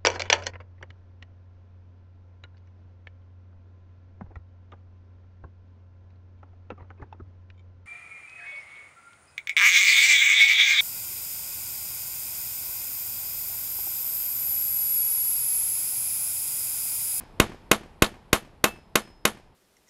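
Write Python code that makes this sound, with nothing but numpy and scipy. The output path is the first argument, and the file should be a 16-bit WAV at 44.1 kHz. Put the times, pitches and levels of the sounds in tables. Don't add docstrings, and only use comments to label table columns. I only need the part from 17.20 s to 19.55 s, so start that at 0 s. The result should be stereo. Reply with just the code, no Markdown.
import sys
import numpy as np
from scipy import signal
from scipy.fft import rfft, irfft
from scipy.io import wavfile
from scipy.ndimage import uniform_filter1d

SR = 44100
rng = np.random.default_rng(int(sys.argv[2]) if len(sys.argv) > 2 else 0)


def output_pcm(signal):
    pcm = np.clip(np.atleast_2d(signal).T, -1, 1) * 32767
    wavfile.write(sys.argv[1], SR, np.round(pcm).astype(np.int16))


N = 103635

# frequency in Hz, density in dB per Hz.
SHELTER_SPECTRUM = [(40, -18), (150, -10), (350, 0), (650, 3), (850, 1), (1200, 2), (2500, -6),
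                    (4000, -9.5), (5000, -13.5), (8500, -16), (11200, -12), (13500, -25), (15500, -51)]
# frequency in Hz, side against mid in dB.
ROOM_WIDTH = [(50, -21), (200, -9), (700, -5.5), (2500, 3.5), (9000, 5.5)]
LEAD_S = 0.0022


def undb(db):
    return 10 ** (np.asarray(db) / 20)


def fade(t, t60):
    return (t >= 0) * np.exp(-np.log(1000) * np.maximum(t, 0) / t60)


def rise(t, seconds):
    return np.clip(t / seconds, 0, 1)


def colour(points, tilt_db=0, count=N):
    f = np.maximum(np.fft.rfftfreq(count, 1 / SR), 1)
    hz, db = np.array(points).T
    return undb(np.interp(np.log(f), np.log(hz), db) + tilt_db * np.log2(f))


def left_right(mid, side, width, count=N):
    side = side * colour(width, count=count)
    return irfft(np.array([mid + side, mid - side]), count)


def noise(points, width=ROOM_WIDTH):
    mid, side = rfft(rng.standard_normal((2, N))) * colour(points)
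    x = left_right(mid, side, width)
    return x / np.std(x)


def burst(points, grain, envelope, width, tilt_db=0, size=400):
    count = len(envelope)
    spectrum = rfft(grain * envelope)
    smooth_power = uniform_filter1d(abs(spectrum) ** 2, size)
    mid, side = spectrum / np.sqrt(smooth_power) * colour(points, tilt_db, count)
    x = left_right(mid, side, width, count) * (envelope > 0)
    return x / np.sqrt(np.sum(x ** 2) / 2)


def ring(t, modes):
    scatter_db, detune = 1.0, 0.0008
    out = 0
    for hz, db, t60 in modes:
        size, tune, lag = rng.standard_normal(3)
        spread = np.array([[1], [-1]]) * lag * min((hz / 3000) ** .3, 1) / 2
        tone = np.sin(2 * np.pi * hz * (1 + detune * tune) * t + spread)
        out = out + undb(db + scatter_db * size) * fade(t, t60) * tone
    return out


def add(out, x, at):
    i = int(at * SR)
    x, i = x[:, max(-i, 0):], max(i, 0)
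    n = min(x.shape[1], N - i)
    out[:, i:i + n] += x[:, :n]


def hammering():
    # start in seconds, then levels in dB of crack,
    # post, thump, shelter, woods, nail ping and head ring, treble tilt in dB per octave, left-right in dB.
    blows = [(-.11, 1, -1, -0.5, 7, 0.5, -15.5, -5, 0.5, -1.5),
             (0.2003, 2.5, 1.5, 0.5, -2, 3.5, -18, -5.5, -0.5, -1),
             (0.5148, 3.5, 3, -12.5, 0, 0, -17, -12.5, 0, 0),
             (0.8223, 2, 2.5, 0.5, -0.5, -1.5, -10, -13.5, 0, -.5),
             (1.1304, -0.5, 0.5, -4, 0.5, -3, -6, -14.5, 0.5, 0),
             (1.4416, 1.5, 1, -28, 0.5, -2.5, 4, -4.5, 0, 0.5),
             (1.7562, 0, 1.5, -24, -2, -3.5, -13.5, -1.5, 0.5, 0),
             (2.0533, -0.5, 0, -31.5, -2, -2, -11.5, -7, 0.5, 0)]
    # frequency in Hz, density in dB per Hz.
    woods_spectrum, echo_spectrum = [(60, -11.5), (250, -3.5), (600, 5), (1100, 3.5), (2500, 3),
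                                     (4000, -3.5), (7000, -9.5), (11500, -29.5), (13000, -26), (15000, -47)], [(60, -3), (150, 3), (320, 1.5), (600, -12.5),
                                                    (1200, -13), (2600, -20.5), (5000, -31.5),
                                                    (12000, -35.5), (15000, -67)]
    same_share = 0.97
    out = np.zeros((2, N))
    t = np.arange(SR * 3 // 4) / SR - LEAD_S
    octaves = np.log2(np.maximum(np.fft.rfftfreq(len(t), 1 / SR), 200) / 2000)
    textures = [noise(s) for s in (SHELTER_SPECTRUM, woods_spectrum, echo_spectrum)]
    textures += list(rng.standard_normal((3, 2, N)))

    for at, crack_db, post_db, thump_db, shelter_db, woods_db, nail_db, head_db, tilt_db, pan_db in blows:
        start = rng.integers(len(t), N - len(t))
        grains = [np.sqrt(same_share) * x[:, :len(t)]
                  + np.sqrt(1 - same_share) * x[:, start:start + len(t)] for x in textures]
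        timber_grain, wash_grain, echo_grain, crack_grain, roof_grain, wall_grain = grains

        blow = undb(crack_db) * crack(t, timber_grain, crack_grain, roof_grain)
        blow = blow + undb(post_db) * post(t, thump_db)
        blow = blow + steel(t, nail_db, head_db)
        blow = blow + undb(shelter_db) * shelter(t, wall_grain)
        blow = blow + undb(woods_db) * woods(t, wash_grain, echo_grain)

        blow = irfft(rfft(blow) * undb(tilt_db * octaves), len(t))
        blow = blow * rise(t[-1] - t, t[-1] / 2)
        blow = blow + undb(thump_db) * thump(t)
        pan = undb(np.array([[pan_db], [-pan_db]]) / 2)
        add(out, blow * pan, at - LEAD_S)
    return out


def crack(t, timber_grain, crack_grain, roof_grain):
    # frequency in Hz, density in dB per Hz.
    crack_spectrum = [(60, -17), (250, -3), (550, 1.5), (850, 4), (1200, 2), (2650, 6.5), (3400, -0.5),
                      (5200, -4), (7200, -1), (8200, -10), (11200, -1), (12800, -6), (16000, -36)]
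    # frequency in Hz, side against mid in dB.
    crack_width = [(200, -8), (700, -12.5), (2000, -5.5), (4500, -9), (8000, -1.5), (12000, 3.5)]
    lead_db, crack_db, roof_db = -16, 13, 2
    crack_t60_s, roof_t60_s = 0.014, 0.008
    roof_delay_s, roof_tilt_db = 0.0037, 4
    lead = timber_grain * rise(t + LEAD_S, LEAD_S) * (t < 0)
    snap = burst(crack_spectrum, crack_grain, fade(t, crack_t60_s), crack_width)
    roof_envelope = fade(t - roof_delay_s, roof_t60_s)
    roof = burst(crack_spectrum, roof_grain, roof_envelope, crack_width, roof_tilt_db)
    return undb(lead_db) * lead + undb(crack_db) * snap + undb(roof_db) * roof


def post(t, thump_db):
    # frequency in Hz, relative level in dB, t60 in seconds.
    post_modes = [(216, -24, .19), (275, -29, .14), (477, -26, .12), (595, -26, .12), (674, -30, .12),
                  (1084, -29, .14), (1157, -30, .13), (1328, -28, .1), (1487, -30, .1), (1756, -30, .13),
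                  (2165, -29, .11), (2510, -33, .1), (3046, -32, .1), (3711, -29, .1)]
    modes_db, knock_db, knock_hz, knock_t60_s = -1, -5, 328, 0.016
    knock_follow = 0.12
    lead_lag = 0.35 * np.array([[1], [-1]])
    knock = np.cos(2 * np.pi * knock_hz * t + lead_lag) * fade(t, knock_t60_s)
    return undb(knock_db + knock_follow * thump_db) * knock + undb(modes_db) * ring(t, post_modes)


def thump(t):
    level_db, peak_s, delay_s, cut_hz = -6, 0.0009, 0.00014, 35
    push = np.maximum(t - delay_s, 0) / peak_s
    pulse = push * np.exp(1 - push)
    return -undb(level_db) * signal.lfilter(*signal.butter(2, cut_hz, "high", fs=SR), pulse)


def steel(t, nail_db, head_db):
    # frequency in Hz, relative level in dB, t60 in seconds.
    nail_modes, head_modes = [(2637, -34, .26), (13245, -32, .14), (13857, -43, .14)], [(5136, -50, .7), (8990, -41, .28)]
    head_swell_s = 0.13
    nail = ring(t, nail_modes)
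    head = ring(t, head_modes) * rise(t, head_swell_s)
    return undb(nail_db) * nail + undb(head_db) * head


def shelter(t, grain):
    level_db, build_s, hold_s, t60_s = 11, 0.0014, 0.013, 0.12
    envelope = rise(t, build_s) * fade(np.maximum(t - hold_s, 0), t60_s)
    return undb(level_db) * burst(SHELTER_SPECTRUM, grain, envelope * clumps(t), ROOM_WIDTH, size=120)


def clumps(t):
    depth_db, step_s = 2.5, 0.0014
    steps = rng.standard_normal(2000)
    return undb(depth_db * np.interp((t - t[0]) / step_s, np.arange(len(steps)), steps))


def woods(t, wash_grain, echo_grain):
    # delay in seconds, level in dB.
    echo_taps = [(0.04, -29), (.062, -35.5), (.081, -45), (.095, -38), (0.119, -38.5), (.133, -48.5),
                 (.146, -45.5)]
    wash_db, wash_build_s, wash_t60_s = -38.5, 0.03, 0.5
    echo_rise_s, echo_t60_s = 0.00069, 0.053
    wash = undb(wash_db) * wash_grain * rise(t, wash_build_s) * fade(t, wash_t60_s)
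    echo_envelope = 0
    for delay, db in echo_taps:
        onset = rise(t - delay + echo_rise_s, echo_rise_s)
        echo_envelope = echo_envelope + undb(db) * onset * fade(np.maximum(t - delay, 0), echo_t60_s)
    return wash + echo_grain * echo_envelope


def chatter():
    # start in seconds, level in dB.
    rattles = [(0.544, -26), (.8425, -13.5), (0.8603, -20), (2.069, -23.5)]
    # frequency in Hz, density in dB per Hz.
    rattle_spectrum = [(500, -25), (2500, -12), (3600, 0), (4400, -5), (5200, -15), (12000, -24),
                       (15000, -45)]
    rise_s, t60_s = 0.0024, 0.028
    t = np.arange(N) / SR
    envelope = sum(undb(db) * rise(t - at, rise_s) * fade(t - at, t60_s) for at, db in rattles)
    return noise(rattle_spectrum) * envelope


def air():
    # frequency in Hz, density in dB per Hz.
    air_spectrum = [(15, -33), (25, 6.5), (318, -10.5), (673, -14.5), (879, -12), (1240, -21), (4380, -34),
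                    (5280, -40), (6370, -45.5), (11800, -40), (15000, -75.5)]
    # frequency in Hz, side against mid in dB.
    air_width = [(50, -24.5), (300, -13.5), (2000, 5), (9000, 8.5)]
    start_db, db_per_s = -49, -3
    return undb(start_db + db_per_s * np.arange(N) / SR) * noise(air_spectrum, air_width)


def scene():
    return hammering() + chatter() + air()


def record(dry):
    clip_level, dull_hz, top_hz = 0.9, 14000, 16400
    clipped = np.clip(dry, -clip_level, clip_level)
    soft = signal.sosfilt(signal.butter(3, dull_hz, fs=SR, output="sos"), clipped)
    return signal.sosfilt(signal.ellip(8, .2, 70, top_hz, fs=SR, output="sos"), soft)


dry = scene()
out = record(dry)
output_pcm(out)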